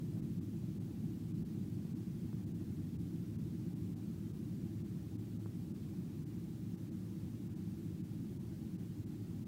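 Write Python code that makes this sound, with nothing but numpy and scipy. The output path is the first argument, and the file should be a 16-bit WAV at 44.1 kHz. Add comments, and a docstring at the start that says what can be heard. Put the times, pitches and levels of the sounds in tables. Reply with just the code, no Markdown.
"""A window seat inside an airliner flying low over an airfield.
Engine exhaust and turbulent airflow force the fuselage into vibration. The lined walls transmit mainly
low frequencies, and cabin resonances colour them into a deep roar that heaves and slowly eases.
A wall panel shifts and rings in a few soft knocks. The slipstream adds a faint rush, and on top
lies a thin hiss; the treble of both dips briefly at irregular moments."""
import sys
import numpy as np
from scipy import signal
from scipy.fft import rfft, irfft
from scipy.io import wavfile
from scipy.ndimage import uniform_filter1d

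SR = 44100
rng = np.random.default_rng(int(sys.argv[2]) if len(sys.argv) > 2 else 0)


def output_pcm(signal):
    """Save a mono or channel-first signal as 16-bit PCM at the path in sys.argv[1].

    Samples are clipped to [-1, 1] before scaling.
    """
    pcm = np.clip(np.atleast_2d(signal).T, -1, 1) * 32767
    wavfile.write(sys.argv[1], SR, np.round(pcm).astype(np.int16))


N = 417627

# Turbulence heard through the walls. Each row: frequency in Hz, relative spectral level in dB.
ROAR_SPECTRUM = [(12, -49), (32, -43), (45, -21), (65, -15.5), (95, -7), (127, -7), (155, -2.5), (215, -5),
                 (270, -12), (335, -13.5), (400, -23.5), (520, -37.5), (900, -58), (2000, -87)]
# Resonances of the cabin air and walls. Each row: centre in Hz, width in Hz, lift in dB.
CABIN_RESONANCES = [(108.3, 15.5, 8), (177.8, 20.4, 3.5), (218, 4.8, 1.5), (239.6, 8, 3), (303.5, 37, 5),
                    (331.6, 14.4, 4)]
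# The roar's slow heaving and easing. Each row: time in seconds, relative level in dB.
ROAR_ENVELOPE = [(0, -40.5), (.95, -42.5), (1.35, -41), (2.1, -42.6), (3.6, -41.5), (4.2, -43.5),
                 (4.65, -42), (5.05, -43.5), (7.3, -44), (8, -43), (8.5, -44.5), (9.47, -44)]
# Knocks of the wall panel. Each row: start in seconds, peak level in dB before the treble is removed.
PANEL_KNOCKS = [(1.851, -48), (2.3302, -41), (5.4604, -36.5)]
# Modes of the panel. Each row: frequency in Hz, relative level in dB, time to decay 60 dB in seconds.
PANEL_MODES = [(166, 5, 0.061), (322, 5, .025), (680, -17, .008), (890, -11, 0.012), (1380, -4, .008)]
# Air rushing along the skin. Each row: frequency in Hz, relative spectral level in dB.
AIRFLOW_SPECTRUM = [(200, -6.5), (450, 2), (620, -1), (710, -4), (815, -1), (900, -6.5), (1150, -9),
                    (1800, -15), (4000, -30)]
# The thin hiss. 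Each row: frequency in Hz, relative spectral level in dB.
HISS_SPECTRUM = [(300, -5), (1000, -1.5), (2000, -1), (4000, -2), (8500, -5), (10500, -6.5), (12500, -6),
                 (15500, -4)]


def roar(level_db=-42.5, crossover_hz=260, buffet_db=1.0, drone_share=0.59):
    """Forced vibration: exhaust and turbulence drive the cabin, which responds most at its resonances."""
    hz = np.fft.rfftfreq(N, 1 / SR)
    lift_db = sum(db / (1 + (2 * (hz - centre) / width) ** 2) for centre, width, db in CABIN_RESONANCES)
    boom, drone = split_bands(shaped_noise(ROAR_SPECTRUM, lift_db), crossover_hz)
    times, envelope_db = np.transpose(ROAR_ENVELOPE)
    heave_db = np.interp(np.arange(N) / SR, times, envelope_db - envelope_db.mean())
    swing_db = heave_db + buffet_db * buffeting()
    boom = steadied(boom, seconds=0.3) * amplitude(swing_db)
    drone = steadied(drone, seconds=0.49) * amplitude(drone_share * swing_db)  # the upper band swings less
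    return amplitude(level_db) * unit_rms(boom + drone)


def buffeting(slow_hz=3.7, fast_hz=19):
    """Random amplitude modulation: a slow, band-limited fluctuation of rms 1 for the roar's level."""
    hz = np.fft.rfftfreq(N, 1 / SR)
    band = hz / (hz + slow_hz) / (1 + (hz / fast_hz) ** 4)
    return unit_rms(irfft(rfft(rng.standard_normal(N)) * band, N))


def panel_knocks(cutoff_hz=1570):
    """Damped free vibration: the panel shifts in its seat, and each of its modes decays exponentially."""
    t = np.arange(SR // 4) / SR
    ring = sum(amplitude(db - 60 * t / t60) * np.cos(2 * np.pi * hz * t) for hz, db, t60 in PANEL_MODES)
    ring /= abs(ring).max()
    knocks = np.zeros(N)
    for start, db in PANEL_KNOCKS:
        span = knocks[round(start * SR):][:len(ring)]
        span += amplitude(db) * ring[:len(span)]
    return split_bands(knocks, cutoff_hz)[0]  # the padded contact passes no treble


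def airflow(level_db=-70, swell_at_s=0.18, swell_half_width_s=0.021, swell_db=5.5):
    """Transmission loss: the wall lining muffles the slipstream's rush, which swells briefly once."""
    t = np.arange(N) / SR
    swell = 1 / (1 + ((t - swell_at_s) / swell_half_width_s) ** 2)
    return amplitude(level_db + swell_db * swell) * shaped_noise(AIRFLOW_SPECTRUM)


def hiss(level_db=-68):
    """Broadband noise: power spread over a wide band is heard as a smooth hiss far under the roar."""
    return amplitude(level_db) * shaped_noise(HISS_SPECTRUM)


def mottled(sound, depth_db):
    """Modulation in time and frequency: small random patches of gain make a noise slightly grainy."""
    spectrogram = signal.stft(sound, nperseg=1024, noverlap=768)[2]
    patches = uniform_filter1d(rng.standard_normal(spectrogram.shape), size=4, axis=0)
    patches = unit_rms(uniform_filter1d(patches, size=5, axis=1))
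    grainy = signal.istft(spectrogram * amplitude(depth_db * patches), nperseg=1024, noverlap=768)[1]
    return sound.std() * unit_rms(grainy[:N])


def treble_dips(sound, above_hz=1600, dips_per_s=2.8, depth_db=14, spread_db=6.5, half_width_s=0.01):
    """Amplitude modulation of one band: the treble sinks in brief Gaussian dips as the rest carries on."""
    t, gain = np.arange(N) / SR, np.ones(N)
    for slot, (offset, strength) in enumerate(rng.random((64, 2))):
        centre_s = (slot + offset) / dips_per_s
        dip_db = depth_db + spread_db * (2 * strength - 1)
        near = slice(*np.searchsorted(t, [centre_s - 0.05, centre_s + 0.05]))
        bell = np.exp(-((t[near] - centre_s) / half_width_s) ** 2)
        gain[near] *= 1 - (1 - amplitude(-dip_db)) * bell
    low, high = split_bands(sound, above_hz, order=4)
    return low + gain * high


def shaped_noise(spectrum, lift_db=0):
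    """Spectral shaping: white noise filtered to a curve on a log-frequency axis, with an rms of 1."""
    hz = np.fft.rfftfreq(N, 1 / SR)
    points_hz, points_db = np.transpose(spectrum)
    db = np.interp(np.log(hz + 1), np.log(points_hz + 1), points_db) + lift_db
    return unit_rms(irfft(rfft(rng.standard_normal(N)) * amplitude(db), N))


def split_bands(sound, hz, order=8):
    """Complementary filters: the parts below and above a frequency, which sum to the whole."""
    low = irfft(rfft(sound) / (1 + (np.fft.rfftfreq(N, 1 / SR) / hz) ** order), N)
    return low, sound - low


def steadied(sound, seconds):
    """Division by the running rms holds a noise's power even over spans longer than the given time."""
    power = uniform_filter1d(sound ** 2, int(seconds * SR))
    return sound * np.sqrt(np.mean(sound ** 2) / (abs(power) + 1e-20))


def amplitude(db):
    """The decibel scale: 20 dB is a factor of ten in amplitude."""
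    return 10 ** (db / 20)


def unit_rms(x):
    """Normalisation to an rms of 1."""
    return x / np.sqrt(np.mean(x ** 2) + 1e-20)


def scene():
    """Superposition: roar, knocks, airflow and hiss add at the seat, in one channel."""
    rush = mottled(airflow(), depth_db=2.5) + mottled(hiss(), depth_db=1.27)
    return (roar() + panel_knocks() + treble_dips(rush))[None]


def record(dry):
    """Band limiting: a steep low-pass filter removes the highest treble."""
    lowpass = signal.firwin(611, cutoff=15800, window=("kaiser", 7), fs=SR)
    return signal.oaconvolve(dry, lowpass[None], "same")


dry = scene()
out = record(dry)
output_pcm(out)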